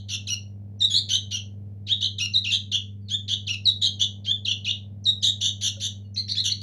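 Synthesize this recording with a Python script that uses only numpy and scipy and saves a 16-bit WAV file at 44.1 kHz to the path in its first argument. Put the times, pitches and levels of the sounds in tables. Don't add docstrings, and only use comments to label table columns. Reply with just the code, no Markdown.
import sys
import numpy as np
from scipy import signal
from scipy.fft import rfft, irfft, next_fast_len
from scipy.io import wavfile
from scipy.ndimage import uniform_filter1d

SR = 44100
rng = np.random.default_rng(int(sys.argv[2]) if len(sys.argv) > 2 else 0)


def unload_wav(signal):
    wavfile.write(
        sys.argv[1],
        SR,
        np.round(np.clip(np.atleast_2d(signal).T, -1, 1) * 32767).astype(np.int16),
    )


def level_to_linear(level):
    exponent = np.asarray(level, float) / 20
    return 10 ** exponent


N = 291942
LEAD = 9000

# start in seconds, length in seconds, voice pitch in Hz, level in dB,
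# pitch glide over the call as a share.
WHISTLES = [
    (.803, .055, 1881, -20, .05),
    (2.335, .053, 1945, -20.5, .06),
    (3.652, .05, 1913, -19.5, -.05),
    (5.053, 0.0524, 1888, -21, 0.013),
]
RISERS = [
    (1.866, 0.07, 1715, -19.5, .24),
    (3.083, .075, 1707, -23.5, .08),
    (4.243, .085, 1660, -21.5, .09),
]
SCOOPS = [(.269, 0.074, 1419, -22.5, 0.023), (2.182, 0.078, 1402, -19.5, 0.021),
          (2.438, 0.068, 1370, -18.5, 0.00099), (3.467, 0.078, 1391, -19, -.04),
          (4.448, .077, 1452, -19.5, -0.025), (4.645, 0.067, 1422, -18, .06)]
RATTLES = [(.897, 0.1, 1724, -23, .05), (3.812, 0.061, 1612, -20, -.04), (3.992, 0.051, 1495, -20, .02),
           (5.222, 0.08, 1662, -21, .15), (5.404, 0.091, 1489, -22, 0.048)]
DIVES = [(2.006, .066, 1557, -22.5, .04), (2.507, .059, 1571, -19.5, .01), (2.715, .053, 1415, -18, -.06),
         (6.437, .055, 1452, -21.5, -0.021)]
RASPS = [(-.17, .09, 1560, -26.5, .05), (.084, .08, 1400, -26.5, -.1), (1.085, .084, 1550, -20, .04),
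         (1.305, .075, 1432, -23.5, -.11), (3.277, .072, 1515, -23, -.02), (5.607, .087, 1430, -23.5, -.09),
         (5.797, .079, 1450, -26.5, .01), (6.612, .05, 1718, -24, .01)]
SIBLING = [
    (6.158, 0.05, 2052, -31, 0.06),
    (6.28, .054, 1914, -31, .13),
    (6.35, .063, 1816, -25.5, 0.073),
    (6.496, 0.033, 1973, -26.5, -0.0095),
]

# pitch factor, level in dB, rasp in dB against the tone.
WHISTLE_SHAPE = [(1.14, -15, -4.5), (1.055, -7, -12), (.98, 0.5, -31.5), (.985, -0.2, -28.5),
                 (1.035, -1.5, -31), (.95, -4, -24)]
RISER_SHAPE = [(1.35, -23.5, -4), (0.88, -10.5, -3), (.99, -5.5, -10.5), (.985, -3, -17), (.98, -1.5, -20),
               (1.025, 1, -27.5), (1.005, -8.5, -28.5)]
SCOOP_SHAPE = [(1.57, -16, -8), (1.14, -8.5, -9), (.9, -4, -23.5), (1.04, 0, -24), (1.01, -3, -25),
               (1.01, -2.5, -25.5), (.96, 0.5, -19)]
RATTLE_SHAPE = [(1.06, -15, -9.5), (.99, -4, -9), (1.005, -1.5, -16.5), (.98, -0.3, -14.5),
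                (.98, -1, -20.5), (1.02, -3.5, -18)]
DIVE_SHAPE = [(1.42, -10.5, -11.5), (.97, -4.5, -8), (.99, -2, -19.5), (.995, -1.8, -18.5),
              (1.01, -1.5, -19), (.99, -10, -16)]
RASP_SHAPE = [(1.27, -16.5, -3.5), (1.04, -7.5, -0.6), (1.01, -2.5, -7), (.99, 0, -14.5), (.98, 0.9, -17),
              (1.01, -6, -17.5)]
SIBLING_SHAPE = [(0.47, -3.5, -1), (1.01, -8, -4), (.99, -1, -13), (.995, -0.5, -22.5), (1.02, -5.5, -20.5)]

# calls, shape, lead-in in seconds, settling in seconds,
# partials 1, 3, 4 and 6 in dB against partial 2.
KINDS = [
    (WHISTLES, WHISTLE_SHAPE, .011, .013, -28.5, -30.5, -17, -38),
    (RISERS, RISER_SHAPE, 0.021, 0.0073, -23.5, -38.5, -20, -40),
    (SCOOPS, SCOOP_SHAPE, .011, .013, -26, -26.5, -15.5, -31),
    (RATTLES, RATTLE_SHAPE, .011, .013, -27, -31, -13, -29.5),
    (DIVES, DIVE_SHAPE, 0.012, .013, -24, -33, -15.5, -29),
    (RASPS, RASP_SHAPE, .011, .013, -23.5, -32, -15, -28.5),
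    (SIBLING, SIBLING_SHAPE, .011, .012, -22.5, -25.5, -26, -74),
]

# time in seconds, partial 4 in dB.
FACING = [(0, 3), (.3, 7), (.9, 3), (1.3, 1), (2.0, -6), (2.2, 1.5), (2.45, -10), (2.55, 2.5), (2.75, -4.5),
          (3.1, 4.5), (3.3, -4.5), (3.85, -0.5), (4.3, -5), (4.7, -8.5), (5.25, 4.5), (5.45, 2.5),
          (5.65, 9.5), (6.62, 6.5)]

# first in seconds, last in seconds, count,
# first rise as a share, last rise as a share.
WARBLES = [(-.145, -.085, 6, 0.3, .3), (0.12, 0.149, 3, .2, 0.35), (0.943, 0.986, 5, .16, 0.31),
           (1.1192, 1.156, 3, 0.036, 0.27), (1.355, 1.371, 2, .12, 0.179), (2.03, 2.062, 3, 0.28, .27),
           (2.5171, 2.5609, 5, .16, .3), (2.7342, 2.7578, 3, 0.14, .22), (3.304, 3.3393, 5, 0.068, 0.22),
           (3.824, 3.8618, 5, .15, .3), (4.0065, 4.046, 5, .17, 0.29), (4.484, 4.5132, 2, 0.083, .18),
           (4.6948, 4.7132, 2, 0.22, 0.28), (5.2333, 5.2957, 7, 0.3, .09), (5.4186, 5.494, 8, 0.23, 0.19),
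           (5.631, 5.6774, 6, .15, 0.29), (5.822, 5.876, 7, 0.22, 0.29), (6.182, 6.187, 2, 0.056, .13),
           (6.2912, 6.3244, 4, .31, .22), (6.383, 6.416, 4, .17, .11), (6.4494, 6.48, 4, .35, .25),
           (6.5035, 6.523, 2, .08, 0.14)]

# frequency in Hz, gain in dB.
THROAT = [(900, -30), (1500, -12), (2250, -6), (2700, -9.5), (4400, 9), (5150, -4), (5900, 6), (7500, -6),
          (8400, -13), (10000, 0.5), (15000, -28)]

# frequency in Hz, gain in dB.
RASP_COLOUR = [(1300, -32.5), (2000, -11.5), (2600, -6), (3300, 2.5), (4300, 11.5), (5200, -7),
               (6300, -5.5), (8300, -30.5), (10500, -33), (13000, -33), (15500, -53.5)]

# start in seconds, length in seconds,
# start pitch in Hz, end pitch in Hz, level in dB.
PEEPS = [(0.79, 0.023, 6200, 5300, -42.5), (0.88, 0.015, 4800, 4400, -42.5),
         (2.318, 0.035, 6450, 5500, -42), (3.005, 0.049, 4640, 4580, -73.5),
         (3.042, 0.048, 4460, 4240, -65.5), (3.64, 0.015, 5730, 5040, -47.5),
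         (5.039, 0.014, 6670, 4830, -38), (5.212, 0.015, 5260, 4840, -41),
         (6.031, 0.064, 4400, 4330, -65.5), (6.032, 0.043, 2910, 2870, -64),
         (6.141, 0.018, 6800, 4880, -40.5), (6.2, 0.012, 3960, 2880, -46),
         (6.277, 0.012, 5640, 5340, -37.5)]

# band in Hz, T60 in seconds, level in dB.
ROOM_T60 = [(1000, 0.31, 2), (3240, 0.24, 1.5), (6200, 0.25, -5), (9600, 0.11, 1), (14100, 0.13, -1.5)]

# start in seconds, mode in Hz, T60 in seconds, level in dB.
KNOCKS = [
    (5.771, 552, .16, -45),
    (5.767, 1440, .045, -54),
]

# multiple of mains, level in dB, wobble depth from 0 to 1.
HUM = [
    (2, -38.5, 0.17),
    (4, -50.5, 0.26),
]

# frequency in Hz, level in dB.
WHINE = [(242, -65), (441, -70), (540, -79)]

# frequency in Hz, gain in dB.
BUZZ_COLOUR = [(300, -21), (550, -0.5), (700, -4), (850, -11.5), (1050, -20), (1400, -32.5), (2500, -41),
               (5000, -77.5)]

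# time in seconds, level in dB.
BUZZ_LEVEL = [(0.0, -73), (0.41, -71.5), (1.77, -72), (2.23, -82), (2.91, -83), (3.96, -70.5), (5.4, -71),
              (5.9, -72.5), (6.27, -80.5), (6.62, -98)]

# frequency in Hz, gain in dB.
RUMBLE_COLOUR = [(25, -6.5), (60, -8), (140, 7), (260, -5), (450, -12), (700, -30), (1200, -36.5),
                 (2500, -38.5), (8000, -51), (16000, -48.5)]


def colour(x, points):
    size = next_fast_len(len(x) + 4096)
    hz, db = np.transpose(points)
    bins_hz = np.fft.rfftfreq(size, 1 / SR)
    gain = level_to_linear(np.interp(np.log(bins_hz + 1), np.log(hz), db))
    return irfft(rfft(x, size) * gain, size)[:len(x)]


def unit(x):
    return x / np.sqrt(np.mean(x ** 2))


def walk(rate_hz, size):
    hold = int(SR / rate_hz)
    steps = np.repeat(rng.standard_normal(size // hold + 1), hold)
    slewed = uniform_filter1d(uniform_filter1d(steps, hold), hold)
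    return unit(slewed[:size])


def add(out, x, start):
    x = x[:len(out) - start]
    out[start:start + len(x)] += x


def chicks():
    size = N + LEAD
    tone, rasp = np.zeros(size), np.zeros(size)
    meander, tremble, shimmer = walk(220, size), walk(900, size), walk(400, size)
    all_flicks = flicks()
    for (stage_s, pitch_hz, db, rasp_db), (first_db, third_db, fourth_db, sixth_db) in calls():
        start = int(stage_s[0] * SR) + LEAD
        end_s = stage_s[-1] + 0.004
        t = stage_s[0] + np.arange(min(int((end_s - stage_s[0]) * SR), size - start)) / SR
        age_s = t - stage_s[0]
        cut = slice(start, start + len(t))
        rasp_share = level_to_linear(np.minimum(np.interp(t, stage_s, rasp_db), 0))

        flick = warble(t, all_flicks)
        unrest = 0.17 * rasp_share ** 2 + 0.08 * uniform_filter1d(flick - 1, size=600)
        sway = 0.035 * rasp_share * meander[cut]
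        scatter = np.exp((0.0015 + unrest) * tremble[cut] + sway)
        hz = np.exp(np.interp(t, stage_s, np.log(pitch_hz))) * flick * scatter
        phase = 2 * np.pi * np.cumsum(hz) / SR

        odd_db = third_db + 90 * np.clip(np.log2(np.median(hz) / hz), -0.1, 0.15)
        partials_db = [first_db, 0, odd_db, fourth_db, odd_db / 2 - 18.5, sixth_db,
                       sixth_db - 13, sixth_db - 0.5, sixth_db - 15.5, sixth_db - 19]
        voice = 0
        for k, partial_db in enumerate(partials_db, 1):
            below_limit = k * hz < 0.45 * SR
            voice = voice + level_to_linear(partial_db) * below_limit * np.sin(k * phase)

        edge = np.clip(np.minimum(age_s / 0.005, (end_s - t) / 0.004), 0, 1)
        effort = edge * level_to_linear(np.interp(t, stage_s, db))
        tone[cut] += effort * np.sqrt(1 - rasp_share ** 2) * unit(voice) * level_to_linear(2.2 * shimmer[cut])
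        rasp[cut] += 0.73 * effort * rasp_share * np.clip(age_s / 0.0048, 0, 1)
    air = unit(colour(rng.standard_normal(size), RASP_COLOUR))
    return colour(tone, THROAT) + rasp * air


def calls():
    for rows, shape, lead_s, settle_s, first_db, third_db, fourth_db, sixth_db in KINDS:
        factor, stage_db, rasp_db = np.transpose(shape)
        tone_s = lead_s + settle_s
        for start_s, length_s, hz, db, glide in rows:
            after_s = np.r_[0, lead_s, np.linspace(tone_s, length_s, len(shape) - 2)]
            progress = np.clip((after_s - tone_s) / (length_s - tone_s), 0, 1)
            pitch_hz = hz * factor * (1 + glide * (progress - 0.5))
            facing_db = np.interp(start_s + tone_s, *np.transpose(FACING))
            stages = start_s + after_s, pitch_hz, db + stage_db, rasp_db
            partials = (first_db + 0.54 * facing_db, third_db + 0.6 * facing_db,
                        fourth_db + facing_db, sixth_db + 1.3 * facing_db)
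            yield stages, partials


def flicks():
    jitter_s, rise_spread = 0.001, 0.1
    out = []
    chances = rng.standard_normal((len(WARBLES), 2, 12))
    for (first_s, last_s, count, first_rise, last_rise), chance in zip(WARBLES, chances):
        place = np.linspace(0, 1, round(count))
        jitter = jitter_s * chance[0, :len(place)] * np.sin(np.pi * place)
        flick_s = first_s + place * (last_s - first_s) + jitter
        rise = first_rise + place * (last_rise - first_rise)
        out += zip(flick_s, rise * np.exp(rise_spread * chance[1, :len(place)]))
    return out


def warble(t, all_flicks):
    rise_s, fall_s = 0.004, 0.0065
    rise = np.zeros(len(t))
    for flick_s, share in all_flicks:
        if t[0] - 0.01 < flick_s < t[-1] + 0.01:
            up = np.cos(np.pi / 2 * np.clip((t - flick_s) / rise_s, -1, 0)) ** 2
            down = np.cos(np.pi / 2 * np.clip((t - flick_s) / fall_s, 0, 1)) ** 2
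            rise = rise + 0.95 * share * up * down
    return np.exp(rise)


def peeps():
    out = np.zeros(N + LEAD)
    for start_s, length_s, start_hz, end_hz, db in PEEPS:
        hz = np.geomspace(start_hz, end_hz, int(length_s * SR))
        hz = hz * (1 + 0.012 * walk(900, len(hz)))
        whistle = np.hanning(len(hz)) * np.sin(2 * np.pi * np.cumsum(hz) / SR)
        add(out, level_to_linear(db) * whistle, int(start_s * SR) + LEAD)
    return out


def room():
    room_db, thicken_s = -5.5, 0.03
    t = np.arange(SR // 2) / SR
    present = rng.random(len(t)) < (t / thicken_s) ** 2
    echoes = rng.standard_normal(len(t)) * present / np.clip(t / thicken_s, 0.1, 1)
    hz, t60_s, db = np.transpose(ROOM_T60)
    tail = 0
    for k in range(len(hz)):
        band = [(f, 0 if j == k else -24) for j, f in enumerate(hz)]
        decay = np.exp(-np.log(1000) * t / t60_s[k])
        tail = tail + level_to_linear(db[k]) * colour(echoes, band) * decay
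    response = level_to_linear(room_db) * tail * (t > 0.002) / np.sqrt(np.sum(tail ** 2))
    response[0] = 1
    return response


def knocks():
    out, t = np.zeros(N), np.arange(SR // 5) / SR
    for start_s, hz, t60_s, db in KNOCKS:
        envelope = (1 - np.exp(-t / 0.0014)) * np.exp(-np.log(1000) * t / t60_s)
        add(out, level_to_linear(db) * envelope * np.sin(2 * np.pi * hz * t), int(start_s * SR))
    return out


def appliance():
    mains_hz, shaft_hz, rumble_db = 49.95, 20.3, -53
    t = np.arange(N) / SR
    phase = 2 * np.pi * mains_hz * t
    wobble = np.sin(2 * np.pi * np.cumsum(shaft_hz * (1 + 0.038 * walk(2.2, N))) / SR)
    hum = 0
    for k, db, depth in HUM:
        level = level_to_linear(db + 0.4 * walk(2.9, N)) * np.sqrt(2)
        hum = hum + level * (1 + depth * wobble) * np.sin(k * phase - (k == 4) * np.pi / 2)
    whine = 0
    for hz, db in WHINE:
        level = level_to_linear(db + 1.8 * walk(14, N)) * np.sqrt(2)
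        drifting_hz = hz * (1 + 0.0033 * walk(6, N))
        whine = whine + level * np.sin(2 * np.pi * np.cumsum(drifting_hz) / SR)
    ticks = np.diff(np.floor(mains_hz * t), prepend=0) * level_to_linear(1.3 * walk(52, N))
    rattle = unit(ticks) + 0.5 * rng.standard_normal(N)
    buzz_db = np.interp(t, *np.transpose(BUZZ_LEVEL)) + 4
    buzz = unit(colour(rattle, BUZZ_COLOUR)) * level_to_linear(buzz_db)
    rumble = unit(colour(rng.standard_normal(N), RUMBLE_COLOUR)) * level_to_linear(rumble_db + 0.62 * walk(5.6, N))
    return hum + whine + buzz + rumble


def scene():
    birds = signal.fftconvolve(chicks() + peeps(), room())[LEAD:LEAD + N]
    return (birds + knocks() + appliance())[None]


def roll_off(x):
    return signal.sosfilt(signal.butter(12, 15670, fs=SR, output="sos"), x)


def record(dry):
    return roll_off(dry)


dry = scene()
out = record(dry)
unload_wav(out)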